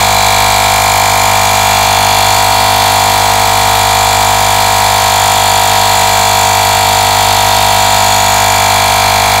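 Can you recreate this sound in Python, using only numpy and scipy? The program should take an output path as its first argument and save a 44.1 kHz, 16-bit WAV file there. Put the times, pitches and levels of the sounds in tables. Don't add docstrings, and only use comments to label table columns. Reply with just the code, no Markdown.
import sys
import numpy as np
from scipy import signal
from scipy.fft import rfft, irfft
from scipy.io import wavfile

SR = 44100
rng = np.random.default_rng(int(sys.argv[2]) if len(sys.argv) > 2 else 0)


def materialize(psi):
    bounded = np.clip(np.atleast_2d(psi).T, -1, 1)
    quanta = np.round(bounded * 32767).astype(np.int16)
    wavfile.write(sys.argv[1], SR, quanta)


def nominal_scale(level):
    x = np.asarray(level, float) / 20
    return 10 ** x


N = 414540

# (time [s], speed [turns/s])
CRANK_SPEED = [(0.0, 50.432), (1.34, 50.513), (2.69, 50.422), (4.03, 50.498), (5.37, 50.367),
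               (6.71, 50.229), (8.06, 50.239), (9.4, 50.128)]
# (time [s], cover [0-1])
SHELL_COVER = [(0, 0.26), (.3, 0.05), (1.2, 0.21), (2.0, .42), (2.9, 0.78), (3.5, 0.46), (5.0, 0.71),
               (5.8, 0.86), (6.2, .6), (7.6, 0.96), (8.2, 0.83), (8.5, 0.45), (9.4, 0.23)]

# (multiple of crank rate [1], level [dB])
PUSH_ORDERS = [(1, -11.5), (2, -5.5), (3, -22.5), (4, -14), (5, -18.5), (6, -26), (7, -25.5), (8, -34)]
HOUSING_ORDERS = [(9, -12.5), (10, -15.5), (11, -26), (12, -19.5), (13, -4), (14, -2), (15, 0.5),
                  (16, -6.5), (17, -2.5), (18, -4.5), (19, -1), (20, -13), (21, -7), (22, -30), (23, -18.5),
                  (24, -14), (25, -16)]
TAP_ORDERS = [(26, -12), (27, -19.5), (28, -15), (29, -18.5), (30, -27.5), (31, -18), (32, -18),
              (33, -15.5), (34, -17), (35, -29.5), (36, -17.5), (37, -29), (38, -16), (39, -15),
              (40, -17.5), (41, -16), (42, -34.5), (43, -15), (44, -26.5)]
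REED_GEAR_ORDERS = [(45, -13), (46, -10.5), (47, -9.5), (48, -23.5), (49, -16.5), (50, -29), (51, -16),
                    (52, -25.5), (53, -38.5), (54, -10), (55, -37), (56, -20), (57, -19), (58, -19.5)]
CRANK_ORDERS = PUSH_ORDERS + HOUSING_ORDERS + TAP_ORDERS + REED_GEAR_ORDERS
# (multiple of crank rate [1], level change per whole unit of cover [dB],
# no change at cover 0.6)
COVERED_ORDERS = [(19, 5), (20, -7), (21, -3), (23, -8), (30, 13), (33, -4), (39, 4), (40, -7), (44, -12),
                  (46, 5), (47, 2.5), (49, 7), (56, 15)]

# (mode [Hz], friction noise width [Hz], contact angle [turns],
# ring decay [turns], level [dB], noise share [0-1])
REED_CONTACTS = [(2330, 70, .36, .15, 0, .8)]
GEAR_CONTACTS = [(3350, 60, .62, .11, 0, .15), (3410, 70, .93, .11, -1.5, .2), (3460, 80, .3, .1, -6, .25)]
UPPER_GEAR_CONTACTS = [(3680, 70, .88, .18, 0, .3)]
SMALL_PART_CONTACTS = [(4870, 74, .36, .06, -31, .3), (4750, 74, .85, .07, -33, .3),
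                       (6300, 400, .53, .05, -29, .9), (8230, 90, .22, .12, -34, .7),
                       (9680, 60, .26, .1, -37, .4), (10150, 90, .47, .2, -34.5, .4),
                       (11600, 180, .26, .05, -35.5, .35), (12800, 260, .46, .05, -33, .35),
                       (12900, 200, .26, .04, -37, .3), (14400, 150, .26, .07, -40, .3),
                       (15600, 250, .3, .1, -36, .35)]
# (offset from the ring centre [Hz], friction noise width [Hz],
# contact angle [turns], ring decay [turns], level [dB], noise share [0-1])
CYLINDER_CONTACTS = [(-20, 50, .41, .2, 0, .2), (200, 80, .9, .17, -2.5, .25),
                     (-260, 140, .62, .15, -7, .5)]
VALVE_CONTACTS = [(0, 50, .37, .15, 0, .25), (130, 80, .72, .1, -8, .5), (-280, 120, .3, .1, -12, .6)]
UPPER_VALVE_CONTACTS = [(0, 160, .55, 0.14, -29.5, 0.45), (0, 160, .23, .1, -35, .5)]

# (middle [s], length [s], level change [dB], pitch change [Hz])
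GEAR_SHIFTS = [
    (1.0, .7, -5.5, 0),
    (1.95, 1.2, 2.5, 0),
    (4.6, 1.2, -1.5, 0),
]
CYLINDER_SHIFTS = [
    (.45, 1.2, 10.5, -83.5),
    (1.47, 0.58, -3.5, 50),
    (2.5, 0.92, 1.5, 50),
    (4.4, 0.56, -3.5, -20),
    (6.75, 1.1, 0.1, 80),
    (8.5, .6, -3.5, 11.5),
]
VALVE_SHIFTS = [
    (.5, .8, -2, 100),
    (1.8, 1.3, 7, -250),
    (2.65, .6, -10, -250),
    (3.4, 1.5, -3, -59),
    (4.75, .6, -2, 10),
    (6.0, 1.9, 1.2, 10),
    (7.4, .8, -1, 50),
    (8.25, .8, 8, -130),
    (9.2, 1.3, -1, -170),
]

# (frequency [Hz], density [dB/Hz])
RATTLE_SPECTRUM = [(2700, -30), (3100, 2.5), (4400, 0), (4800, -9.5), (5500, -3), (8000, -2),
                   (12000, -13.5), (16000, -26)]
# (frequency [Hz], density [dB/Hz])
AIR_SPECTRUM = [(30, -15), (90, -11.5), (200, -15.5), (400, -20), (650, -9), (900, 0.5), (1300, -9),
                (2500, -12), (4000, -8), (6000, -19), (10000, -17), (16000, -20.5)]


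def rms_one(x):
    return x / np.sqrt(np.mean(x ** 2) + 1e-20)


def in_time(rows):
    seconds, *columns = np.transpose(rows)
    return [np.interp(np.arange(N) / SR, seconds, column) for column in columns]


def drift(rate):
    pole = np.exp(-80 * np.pi * rate / SR)
    white = rng.standard_normal(N // 40 + 2002)
    slow = signal.lfilter([1], [1, -2 * pole, pole * pole], white)[2000:]
    return np.interp(np.arange(N) / 40, np.arange(len(slow)), rms_one(slow))


def shifts(rows):
    t = np.arange(N) / SR
    total = 0
    for middle, length, db, hz in rows:
        swell = np.cos(np.pi * np.clip((t - middle) / length, -.5, .5)) ** 2
        total = total + np.outer((db, hz), np.minimum(1, 1.4 * swell))
    return total


def crank_angle():
    start_turn, wobble = .043, .0012
    return start_turn + np.cumsum(in_time(CRANK_SPEED)[0]) / SR + wobble * drift(6.7)


def push_cycles(k, turn):
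    return k * turn + .5 + .2 * (k > 4) - .35 * (k == 3)


def housing_cycles(k, turn):
    since_knock = turn - .907
    if k < 11:
        return k * (since_knock + .047)
    if k < 13:
        return k * (turn - .435) + .52
    if k < 16:
        return k * (since_knock + .062) - .345
    if k < 20:
        return k * since_knock - .5
    if k < 22:
        return k * since_knock - .13
    return k * (turn - .2) - .1


def tap_cycles(k, turn, chance):
    tap_turn, latch_turn = .0882, .68
    return k * (turn - (tap_turn if k < 35 else latch_turn)) + .75 * chance


def steady_orders(turn, cover, reed_db, gear_db):
    cover_change_db = dict(COVERED_ORDERS)
    out, scatter = 0, rng.random(len(CRANK_ORDERS))
    for (k, level_db), chance in zip(CRANK_ORDERS, scatter):
        if k < 9:
            cycles = push_cycles(k, turn)
        elif k < 26:
            cycles = housing_cycles(k, turn)
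        elif k < 43:
            cycles = tap_cycles(k, turn, chance)
        elif k < 51:
            cycles = k * (turn - .52)
            level_db = level_db + reed_db + 21.5
        else:
            cycles = k * turn + chance
            level_db = level_db + 1.5 * (gear_db + 19.0)
        level_db = level_db + cover_change_db.get(k, 0) * (cover - .6)
        unsteady = np.clip(-level_db / 14, .25, 1.6)
        waver = unsteady * (1.18 * drift(0.46) + 0.4 * drift(25))
        out += nominal_scale(level_db + waver) * np.cos(2 * np.pi * cycles + 0.11 * waver)
    return np.sqrt(2) * nominal_scale(-17.5) * out


def narrow_noise(hz, width_hz):
    lowpass = signal.butter(2, width_hz, fs=SR, output="sos")
    cos_part, sin_part = signal.sosfilt(lowpass, rng.standard_normal((2, N)))
    carrier = 2 * np.pi * np.cumsum(hz + np.zeros(N)) / SR
    return rms_one(cos_part * np.cos(carrier) + sin_part * np.sin(carrier))


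def contacts(turn, rows, spread_db, centre_hz=0, damping=1):
    out = 0
    for hz, width_hz, at, decay, level_db, noisy in rows:
        turn_number = np.floor(turn - at).astype(int) + 1
        draws = rng.standard_normal((int(turn.max()) + 3, 2))
        strength_db, slip = draws[turn_number].T
        since = (turn - at) % 1
        swing = (1 - np.exp(-since / .035)) * np.exp(-since * damping / decay)
        swing = swing * (1 - since ** 4)
        cycles = since * (centre_hz + hz) / CRANK_SPEED[0][1] + 0.054 * noisy * slip
        repeated = rms_one(swing * nominal_scale(spread_db * strength_db) * np.sin(2 * np.pi * cycles))
        fresh = rms_one((.55 + swing) * narrow_noise(centre_hz + hz, width_hz))
        share = np.clip(noisy, 0, 1) / damping
        out += nominal_scale(level_db) * ((1 - share) ** .5 * repeated + share ** .5 * fresh)
    return out


def reed_ring(turn, reed_db):
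    return nominal_scale(reed_db - 21.0) * rms_one(contacts(turn, REED_CONTACTS, spread_db=4.0))


def gear_ring(turn, gear_db, reed_db):
    ring = nominal_scale(gear_db - 2.5) * rms_one(contacts(turn, GEAR_CONTACTS, spread_db=.9))
    upper_db = -22.0 - 3.2 * (reed_db + 26.0)
    return ring + nominal_scale(upper_db) * contacts(turn, UPPER_GEAR_CONTACTS, spread_db=2.0)


def cylinder_ring(turn, cover):
    open_hz, cover_hz = 4132, 191
    shift_db, shift_hz = shifts(CYLINDER_SHIFTS)
    centre_hz = shift_hz + open_hz + cover_hz * cover
    damping = 1 + np.clip((4170 - centre_hz) / 40, 0, 2.5)
    ring = contacts(turn, CYLINDER_CONTACTS, spread_db=.9, centre_hz=centre_hz, damping=damping)
    return nominal_scale(-22 + shift_db - 1.5) * rms_one(ring)


def valve_ring(turn):
    shift_db, shift_hz = shifts(VALVE_SHIFTS)
    centre_hz = 7074 + shift_hz
    damping = 1 + np.clip((7040 - centre_hz) / 90, 0, 2.5)
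    ring = contacts(turn, VALVE_CONTACTS, spread_db=1.3, centre_hz=centre_hz, damping=damping)
    upper = contacts(turn, UPPER_VALVE_CONTACTS, spread_db=1.3, centre_hz=7560 + .6 * shift_hz)
    return nominal_scale(-23.5 + shift_db - 1.5) * rms_one(ring) + upper


def small_parts_ring(turn):
    return contacts(turn, SMALL_PART_CONTACTS, spread_db=2.5)


def coloured(x, spectrum):
    hz, level_db = np.transpose(spectrum)
    log_hz = np.log(np.arange(N // 2 + 1) * SR / N + 1)
    return rms_one(irfft(rfft(x) * nominal_scale(np.interp(log_hz, np.log(hz), level_db)), N))


def stroke_swell(turn):
    phase = (turn - 0.21) % 1
    return 1 + 0.34 * np.sin(np.pi * phase ** 0.52) ** 2


def surface_noise(turn, size=880):
    place, wear = turn % 1 * size, 1.33 * drift(0.75)
    patterns = rng.standard_normal((2, size))
    one, other = [np.interp(place, np.arange(size + 1), np.append(p, p[0])) for p in patterns]
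    return np.cos(wear) * one + np.sin(wear) * other


def gear_rattle(turn):
    return nominal_scale(-21.5) * coloured(stroke_swell(turn) * surface_noise(turn), RATTLE_SPECTRUM)


def air_hiss(turn):
    flow = stroke_swell(turn) * nominal_scale(1.03 * drift(107)) * rng.standard_normal(N)
    return nominal_scale(-17.5 + 0.065 * drift(1.0)) * coloured(flow, AIR_SPECTRUM)


def scene():
    turn = crank_angle()
    cover, = in_time(SHELL_COVER)
    reed_db = -16.5 - 9 * cover
    gear_db = -23.5 + 3 * cover + shifts(GEAR_SHIFTS)[0]
    pump = steady_orders(turn, cover, reed_db, gear_db)
    pump += reed_ring(turn, reed_db)
    pump += gear_ring(turn, gear_db, reed_db)
    pump += cylinder_ring(turn, cover)
    pump += valve_ring(turn)
    pump += small_parts_ring(turn)
    pump += gear_rattle(turn) + air_hiss(turn)
    return pump[None]


def band_limit(x):
    return signal.sosfilt(signal.butter(12, 15910, fs=SR, output="sos"), x)


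def record(dry):
    drive_db, knee, ceiling = 1.05, 2.8, 1.2
    loud = nominal_scale(drive_db) * dry
    squeezed = loud / (1 + np.abs(loud / ceiling) ** knee) ** (1 / knee)
    lowpass = signal.cheby2(22, 60, 15990, fs=SR, output="sos")
    return band_limit(signal.sosfilt(lowpass, squeezed))


dry = scene()
out = record(dry)
materialize(out)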